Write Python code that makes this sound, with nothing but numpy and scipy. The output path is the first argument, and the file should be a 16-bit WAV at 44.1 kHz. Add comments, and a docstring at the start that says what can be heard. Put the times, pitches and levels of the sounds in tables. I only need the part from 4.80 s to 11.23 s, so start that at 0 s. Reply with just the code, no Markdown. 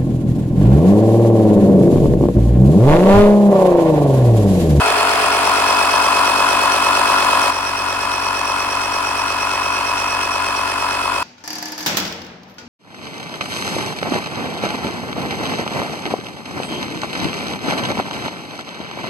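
"""Beside a car wheel, a hand-held piston air pump runs close to a two-port microphone.
An 11-tooth motor pinion drives a 53-tooth crank wheel, so gear tones and tooth rattle repeat every
11 strokes. With fresh valve hiss and a knocking rod, they pulse at about 47 strokes a second.
The pump is lifted nearer while a valve whistles; at 2.7 s the level steps down and the whistle fades.
Underneath sit the shaking grip, a low hum and a distant street."""
import sys
import numpy as np
from scipy import signal
from scipy.fft import rfft, irfft, next_fast_len
from scipy.io import wavfile
from scipy.ndimage import uniform_filter1d

SR = 44100
rng = np.random.default_rng(int(sys.argv[2]) if len(sys.argv) > 2 else 0)


def wrap_up_sound(samples):
    """Save the sound to the file named by the first command line argument, as 16-bit audio."""
    columns = np.atleast_2d(samples).T
    # keep every value between -1 and 1, then stretch to whole-number steps
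    tamed = np.clip(columns, -1, 1)
    steps = np.round(tamed * 32767).astype(np.int16)
    wavfile.write(sys.argv[1], SR, steps)


N = 283563

# Distant street rumble. Each row: frequency in Hz, relative level in dB.
STREET_COLOUR = [(15, -20), (40, -19), (110, -1), (170, -27), (260, -18), (500, -57)]
# Steady low hum. Each row: frequency in Hz, level in dB.
HUM_TONES = [(23.3, -56), (69.9, -54)]
# Shake of the grip. Each row: cycles per stroke, level in dB.
GRIP_SHAKE = [(1, -49), (2, -43), (3, -58)]
# Pace of the crank. Each row: time in seconds, strokes per second.
CRANK_SPEED = [(0.1, 47.259), (0.45, 47.189), (0.75, 47.392), (1.15, 47.413), (1.6, 47.23), (1.95, 47.493),
               (2.3, 47.455), (2.7, 46.946), (2.9, 47.115), (3.5, 47.217), (3.8, 47.316), (4.45, 47.183),
               (4.75, 47.382), (5.2, 47.252), (5.7, 47.361), (6.3, 47.371)]
# Stereo image at the two ports. 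Each row: frequency in Hz, left over right in dB,
# left lead in radians, likeness from 0 to 1.
STEREO_IMAGE = [(150, 0, .1, .9), (380, 6, .8, .92), (560, -3, .6, .85), (720, -4, .1, .6),
                (760, 3, -1.5, .5), (850, 7, 1.1, .8), (1100, 3, .2, .88), (1270, 1, .4, .65),
                (1420, 2, 2.3, .4), (1550, 4, .3, .35), (2000, -1, .6, .55), (2400, -2, 2.5, .25),
                (2560, -2, .6, .4), (2800, 1.5, 1.9, .4), (4100, -2, 1.6, .5), (5000, -4, 3.8, .4),
                (6000, -11, 3.8, .4), (7000, -13, 4, .1), (8600, 7.5, 4.6, .05), (10400, 18, 3, .05),
                (12500, 3, 3, .05), (15000, -6, 3, .03)]
# Where the tones sit. Each row: frequency in Hz, left over right in dB.
TONE_PAN = [(230, 0), (400, 8), (520, -3), (690, -5), (735, -12), (830, 15), (890, 6), (990, 10), (1050, 4),
            (1180, 0), (1290, -6), (1420, 11), (1520, 11), (2400, -2), (5600, -9)]
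# The valve's note. Each row: time in seconds, pitch in Hz, level in dB.
WHISTLE_PATH = [(.25, 4800, -60), (.31, 4830, -42), (.46, 4870, -38), (.56, 4960, -51), (.68, 4960, -40),
                (.9, 4965, -34), (1.299, 4920, -35.5), (1.55, 4930, -47), (2.7, 4900, -50),
                (2.75, 4900, -70)]
# Colour of the rod knock. Each row: frequency in Hz, relative level in dB.
KNOCK_COLOUR = [(1100, -100), (1900, -76.5), (3700, -75.5), (9000, -84.5), (15000, -104)]
# Accent of the knock on each of the 11 strokes, in relative dB.
KNOCK_ACCENTS = np.array([-6, -1, 2, -2, 2, 0, -7.0, -6.0, -3, -5, 1.5])
# Rattle and hiss through the plastic case. Each row: frequency in Hz, relative level in dB.
CASE_COLOUR = [(120, -82), (260, -68.5), (380, -64.5), (460, -69), (560, -56), (660, -66), (980, -44.5),
               (1190, -42), (1370, -53), (2000, -64), (3400, -59), (4000, -63), (5500, -69), (6300, -76.5),
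               (7200, -77), (9500, -73.5), (12500, -89.5), (16000, -88)]
# Resonances of the case. Each row: centre in Hz, width in Hz, boost in dB.
CASE_RINGS = [(990, 100, 1), (1185, 80, -14), (2560, 260, 1.5), (3170, 150, 4), (3440, 100, 4),
              (4260, 90, 7), (4700, 100, 5), (4940, 130, 7), (5190, 80, 6), (5645, 230, 14), (7300, 300, 3),
              (8700, 300, 4), (9990, 200, 4), (12400, 700, 4), (15600, 500, 4)]
# The many small modes of the case, one random value every 10 Hz.
CASE_RIPPLE = uniform_filter1d(rng.standard_normal(2000), size=7)
# How each band pulses. Each row: centre in Hz, loudest crank angle in turns, once-a-stroke swing in dB,
# twice-a-stroke swing in dB, beat swing in dB, repeating share of the power from 0 to 1.
STROKE_BANDS = [(330, 1.25, 1, .5, 1.5, .8), (440, 1.12, .5, 1.5, 1.5, .95), (530, 1.05, 1.5, 1, 2.5, .92),
                (690, 1.17, 2, .5, 1, .9), (1000, .86, .6, 2.2, 0, .95), (1400, .88, 1.5, 1.5, .4, .87),
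                (2000, .91, 1.8, 1, .3, .6), (2560, .54, 4, .5, .6, .6), (2950, .9, .5, 1.5, .6, .5),
                (3600, .9, .5, 1.5, .6, .5), (4500, .75, 1.5, 1.2, 1.2, .5), (4950, .57, 2.8, .4, .9, .65),
                (5650, .5, 3.6, 0, 4, .6), (6600, .98, 1.5, 1.2, 1.2, .25), (10500, .8, 2, .6, .6, .2)]
# The pinion's high spot meets the stroke twice in 11 turns and beats. Each row: frequency in Hz,
# loudest beat angle in turns, slip from one motor order to the next in turns.
PINION_BEAT = [(228, 1.5, 0), (275, 1.37, 0), (380, .64, 0), (430, .58, 0), (540, .83, 0), (760, .85, 0),
               (880, 1.1, .33), (1150, 1.1, .33), (1300, 1.37, 0), (1500, 1.37, 0), (2300, 1.7, 0),
               (9000, 1.7, 0)]
# Weight of the rattle's 11 families of harmonics, grouped by motor order, in relative dB.
RATTLE_FAMILIES = np.array([-14.0, -48.0, -3.0, -5.0, -19.0, -24.0, -52.0, -52.0, -17.0, -14.0, -8.0])
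# Clear tones at motor order x motor speed + crank order x crank speed.
# Each row: motor order, crank order, relative level in dB.
GEAR_TONES = [(-1, 17, -48), (-1, 26, -38), (-1, 27, -43), (-1, 28, -40), (-1, 29, -42), (-1, 59, -43),
              (-1, 35, -42), (0, 4, -51), (0, 6, -41), (0, 7, -48), (0, 8, -47), (0, 9, -44), (0, 10, -50),
              (0, 11, -44), (0, 12, -39.5), (0, 13, -44), (0, 16, -42), (0, 18, -43), (0, 19, -38),
              (0, 20, -41), (0, 21, -35), (0, 22, -35), (0, 23, -42), (0, 24, -44), (0, 25, -54),
              (0, 26, -42), (0, 27, -38), (0, 28, -38), (0, 30, -37), (0, 31, -43), (0, 52, -42),
              (0, 53, -44), (0, 54, -30), (0, 55, -37), (0, 56, -49), (0, 57, -47), (0, 119, -47),
              (1, 0, -48), (1, 1, -46), (1, 3, -44.5), (1, 4, -49), (1, 6, -50), (1, 7, -48), (1, 8, -49),
              (1, 13, -42), (1, 14, -40), (1, 15, -39), (1, 16, -29), (1, 17, -35), (1, 18, -36),
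              (1, 19, -42), (1, 25, -37), (1, 26, -44), (1, 27, -40), (1, 49, -46), (1, 114, -48),
              (2, 2, -46), (2, 8, -40), (2, 9, -41), (2, 11, -41), (2, 13, -39), (2, 17, -39),
              (2, 108, -48), (2, 109, -45), (3, -1, -52), (3, 0, -37.5), (3, 1, -45), (4, 1, -42),
              (4, 2, -38), (6, 1, -40)]
# The pump's colour in three states. Each row: frequency in Hz, then gain in dB when held low,
# when lifted near and after the level steps down.
HOLD_COLOURS = [(330, 3.5, 5.5, 0.85), (440, 16.5, 6.5, 1.5), (530, 2, 6, -0.5), (690, 14.5, 9.5, 3),
                (970, 2.5, 6.5, 0.5), (1390, 7, 7.5, 2), (2530, 7.5, 5.5, 1.5), (3900, -7.5, -6, -13.5),
                (4880, 5, 4, -0.5), (5650, -0.5, -0.5, -1.5), (6780, 6.5, 6.5, 0)]
# One band swells or dips for a while. Each row: centre in seconds, half length in seconds, band in Hz,
# change of rattle and hiss in dB, change of the tones in dB.
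BAND_SWELLS = [(.45, .6, 2560, 4, -10), (.3, .6, 1000, 1, -3.5), (.2, .5, 5650, -6, -6),
               (5.0, 1.0, 2560, 2, 2), (6.3, .8, 5650, -6.5, -6.5)]

PINION_TEETH, WHEEL_TEETH = 11, 53
CYCLE_SIZE = 4096 * PINION_TEETH  # points in one gear cycle of 11 strokes
LOG_CENTRES = np.log([band[0] for band in STROKE_BANDS])
TIME = np.arange(N) / SR
FFT_SIZE = 2 * next_fast_len(N // 2 + 1)
FFT_HZ = np.fft.rfftfreq(FFT_SIZE, 1 / SR)


def gain_of(db):
    return 10 ** (np.asarray(db) / 20)


def curve(table, hz, column=1):
    """One column of a table, interpolated along log frequency."""
    columns = np.transpose(table)
    return np.interp(np.log(hz + 1), np.log(columns[0] + 1), columns[column])


def drift(top_hz):
    """A smooth random waver of rms 1, spread over the three octaves below top_hz."""
    t = np.arange(0, N + 64, 64) / SR
    waver = sum(np.sin(2 * np.pi * (f * t + rng.random())) for f in np.geomspace(top_hz / 8, top_hz, 24))
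    return np.interp(TIME, t, waver / waver.std())


def pan(left_db):
    """Left and right gains that keep the mean power."""
    ratio = gain_of(left_db) ** 2
    return np.sqrt(2 * np.array([ratio, np.ones_like(ratio)]) / (1 + ratio))


def at_ports(left, unshared, hz):
    """A noise spectrum reaches the two ports only partly alike, offset in level and phase."""
    likeness = curve(STEREO_IMAGE, hz, column=3)
    right = likeness * left + np.sqrt(1 - likeness ** 2) * unshared
    right *= np.exp(-1j * curve(STEREO_IMAGE, hz, column=2))
    return np.array([left, right]) * pan(curve(STEREO_IMAGE, hz))


def crank_turns(start_turn=-.023):
    """Crank angle in turns, the running sum of its speed; one turn is one stroke."""
    seconds, speed = np.transpose(CRANK_SPEED)
    return start_turn + np.cumsum(np.interp(TIME, seconds, speed)) / SR


def street_rumble(level_db=-56.5):
    """The distant street: a bed of dark noise, much alike at both ports."""
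    white = rng.standard_normal((2, FFT_SIZE))
    spectrum = rfft(white + .68 * white.sum(0)) * gain_of(curve(STREET_COLOUR, FFT_HZ))
    rumble = irfft(spectrum, FFT_SIZE)[:, :N]
    return gain_of(level_db) * rumble / np.std(rumble)


def low_hum():
    """Two steady low sines, dead centre."""
    hum = sum(gain_of(db) * np.cos(2 * np.pi * (hz * TIME + rng.random())) for hz, db in HUM_TONES)
    return np.sqrt(2) * hum


def grip_shake():
    """The grip shakes with the stroke: a throb on the crank's lowest harmonics."""
    angle = 2 * np.pi * (crank_turns() - .3)
    return np.sqrt(2) * sum(gain_of(db) * np.cos(order * angle) for order, db in GRIP_SHAKE)


def level_ride(hz, tonal=False, lift_s=2.1, step_at_s=2.707, step_s=.015, dip_db=-.74, settle_s=1):
    """One band's gain over time: the lift, a step down that dips and settles, and its own swells."""
    low_db, near_db, after_db = (curve(HOLD_COLOURS, hz, column) for column in (1, 2, 3))
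    lifted = np.sin(np.pi / 2 * np.minimum(TIME / lift_s, 1))
    stepped = np.clip((TIME - step_at_s) / step_s + .5, 0, 1)
    after_db = after_db + dip_db * np.clip(1 - (TIME - step_at_s) / settle_s, 0, 1)
    db = (1 - stepped) * (low_db + (near_db - low_db) * lifted) + stepped * after_db
    for centre_s, half_s, band_hz, noise_db, tone_db in BAND_SWELLS:
        if abs(np.log(band_hz / hz)) < .06:
            swell = np.cos(np.pi / 2 * np.clip((TIME - centre_s) / half_s, -1, 1)) ** 2
            db += (tone_db if tonal else noise_db) * swell
    return gain_of(db)


def valve_whistle(turns, peak_turn=.68, sharpness=2.3, waver_hz=60, left_db=-7):
    """A valve pipes one short wavering note a stroke while the pump is lifted."""
    seconds, pitch_hz, db = np.transpose(WHISTLE_PATH)
    pitch = np.interp(TIME, seconds, pitch_hz) + waver_hz * drift(150)
    note = np.sin(2 * np.pi * np.cumsum(pitch) / SR)
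    puffs = note * np.exp(sharpness * (np.cos(2 * np.pi * (turns - peak_turn)) - 1))
    level = gain_of(np.interp(TIME, seconds, db) + .71 * drift(31.2))
    return pan(left_db)[:, None] * level * puffs / np.std(puffs)


def rod_knock(turns, peak_turn=.885, sharpness=70, return_db=-7):
    """The rod knocks at both ends of the stroke; the teeth in mesh accent the main burst of noise."""
    stroke = np.floor(turns - peak_turn + .5).astype(int)
    scatter_db = .8 * rng.standard_normal(stroke.max() + 3)[stroke + 2]
    accent = gain_of(KNOCK_ACCENTS[stroke % PINION_TEETH] + scatter_db)
    swing = np.cos(2 * np.pi * (turns - peak_turn))
    bursts = accent * np.exp(sharpness * (swing - 1))
    bursts += gain_of(return_db) * np.exp(-sharpness * (swing + 1))  # half a turn later
    left, unshared = rfft(rng.standard_normal((2, N)) * bursts / np.sqrt(np.mean(bursts ** 2)), FFT_SIZE)
    spectrum = at_ports(left, unshared, FFT_HZ) * gain_of(curve(KNOCK_COLOUR, FFT_HZ)) * np.sqrt(SR / 2)
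    return level_ride(2000) * irfft(spectrum, FFT_SIZE)[:, :N]


def case_noise(hz, step_hz, turns, power_share, ripple_db=2.2, skew=.75):
    """Stereo bands of noise coloured by the plastic case, each swelling at its own crank angle."""
    size = 2 * (len(hz) - 1)
    draws = rng.standard_normal((len(hz), 4)).T
    left, unshared = draws[::2] + 1j * draws[1::2]
    colour_db = curve(CASE_COLOUR, hz)
    colour_db += sum(db / (1 + (2 * (hz - centre) / width) ** 2) for centre, width, db in CASE_RINGS)
    colour_db += ripple_db * np.interp(hz / 10, range(len(CASE_RIPPLE)), CASE_RIPPLE / CASE_RIPPLE.std())
    spectrum = at_ports(left, unshared, hz) * gain_of(colour_db) * np.sqrt(power_share * step_hz) * size / 2
    bands = []
    for k, (centre, peak_turn, once_db, twice_db, beat_db, _) in enumerate(STROKE_BANDS):
        crossover = np.interp(np.log(hz + 1), LOG_CENTRES, np.arange(len(STROKE_BANDS)) == k)
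        noise = irfft(spectrum * crossover, size)[:, :len(turns)]
        angle = 2 * np.pi * (turns - peak_turn)
        if 2300 < centre < 2800 or 4700 < centre < 6000:  # fast attack, slow release
            angle += skew * (np.cos(angle) - 1)
        beat = np.cos(2 * np.pi * (2 * turns / PINION_TEETH - curve(PINION_BEAT, centre)))
        swell = gain_of(once_db * np.cos(angle) + twice_db * np.cos(2 * angle) + beat_db * beat)
        bands.append(noise * swell / np.sqrt(np.mean(swell ** 2)))
    return np.array(bands)


def valve_hiss(turns, gain_db=3):
    """Air through the valves, band by band: it pulses with the stroke and never repeats."""
    fresh_share = 1 - curve(STROKE_BANDS, FFT_HZ, column=5)
    return gain_of(gain_db) * case_noise(FFT_HZ, SR / FFT_SIZE, turns, fresh_share)


def tooth_rattle(hz, step_hz, cycle_turns, tone_spectrum, gain_db=-5.5):
    """One gear cycle of chattering teeth, band by band, on the harmonics the clear tones leave free."""
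    family_power = gain_of(RATTLE_FAMILIES) ** 2
    family = (5 * np.arange(len(hz)) + 2) % PINION_TEETH  # groups the harmonics by motor order
    share = (family_power / family_power.mean())[family] * curve(STROKE_BANDS, hz, column=5)
    rattle = case_noise(hz, step_hz, cycle_turns, share)
    return gain_of(gain_db) * irfft(rfft(rattle) * (tone_spectrum == 0), CYCLE_SIZE)


def gear_tones(hz, scatter_turns=.04, ring_hz=2555, ring_width_hz=50):
    """Spectrum of the gear and piston tones; neighbours peak together where their band is loudest."""
    motor, crank, db = np.transpose(GEAR_TONES)
    harmonic = np.round(WHEEL_TEETH * motor + PINION_TEETH * crank).astype(int)
    tone_hz = hz[harmonic]
    stroke_delay = np.cumsum(curve(STROKE_BANDS, hz))[harmonic] / PINION_TEETH
    beat_shift = motor * (curve(PINION_BEAT, tone_hz) - 2 * curve(STROKE_BANDS, tone_hz) / PINION_TEETH)
    beat_shift -= curve(PINION_BEAT, tone_hz, column=2) * motor * (motor - 1) / 2
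    phase = 2 * np.pi * (beat_shift - stroke_delay + scatter_turns * rng.standard_normal(len(db)))
    phase -= np.arctan(2 * (tone_hz - ring_hz) / ring_width_hz)  # the case ring lags the blow
    port_phases = np.array([phase, phase - curve(STEREO_IMAGE, tone_hz, column=2)])
    spectrum = np.zeros((2, len(hz)), complex)
    spectrum[:, harmonic] = gain_of(db) * pan(curve(TONE_PAN, tone_hz)) * np.exp(1j * port_phases)
    return spectrum * CYCLE_SIZE / np.sqrt(2)


def gear_train(turns, tone_gain_db=-1.87):
    """Rattle and tones loop every 11 strokes, locked to the crank. Yields the pair for each band."""
    cycle_turns = np.arange(CYCLE_SIZE) * PINION_TEETH / CYCLE_SIZE
    step_hz = np.mean(np.transpose(CRANK_SPEED)[1]) / PINION_TEETH
    hz = np.arange(CYCLE_SIZE // 2 + 1) * step_hz
    nearest_band = np.round(np.interp(np.log(hz + 1), LOG_CENTRES, np.arange(len(STROKE_BANDS))))
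    spectrum = gear_tones(hz)

    def looped(cycle):
        return np.array([np.interp(turns, cycle_turns, side, period=PINION_TEETH) for side in cycle])

    for k, rattle in enumerate(tooth_rattle(hz, step_hz, cycle_turns, spectrum)):
        tones = gain_of(tone_gain_db) * irfft(spectrum * (nearest_band == k), CYCLE_SIZE)
        yield looped(rattle), looped(tones)


def air_pump(wobble_turns=.0015, wobble_hz=6):
    """One crank, running a touch early or late, drives valves, rod and gears."""
    turns = crank_turns() + wobble_turns * drift(wobble_hz)
    mix = valve_whistle(turns) + rod_knock(turns)
    for (hz, *_), (rattle, tones), hiss in zip(STROKE_BANDS, gear_train(turns), valve_hiss(turns)):
        mix += level_ride(hz) * (rattle + hiss) + level_ride(hz, tonal=True) * tones
    return mix


def scene():
    """The pump up front, over a low bed of shake, hum and street."""
    return air_pump() + grip_shake() + low_hum() + street_rumble()


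def record(dry):
    """A soft clip rounds off the loudest strokes, then a low-pass trims the very top."""
    ceiling, cutoff_hz = 1.05, 15950
    soft = dry / (1 + (abs(dry) / ceiling) ** 3) ** (1 / 3)
    low_pass = signal.firwin(511, cutoff_hz, window=("kaiser", 9), fs=SR)
    return signal.oaconvolve(soft, low_pass[None], "same")


dry = scene()
out = record(dry)
wrap_up_sound(out)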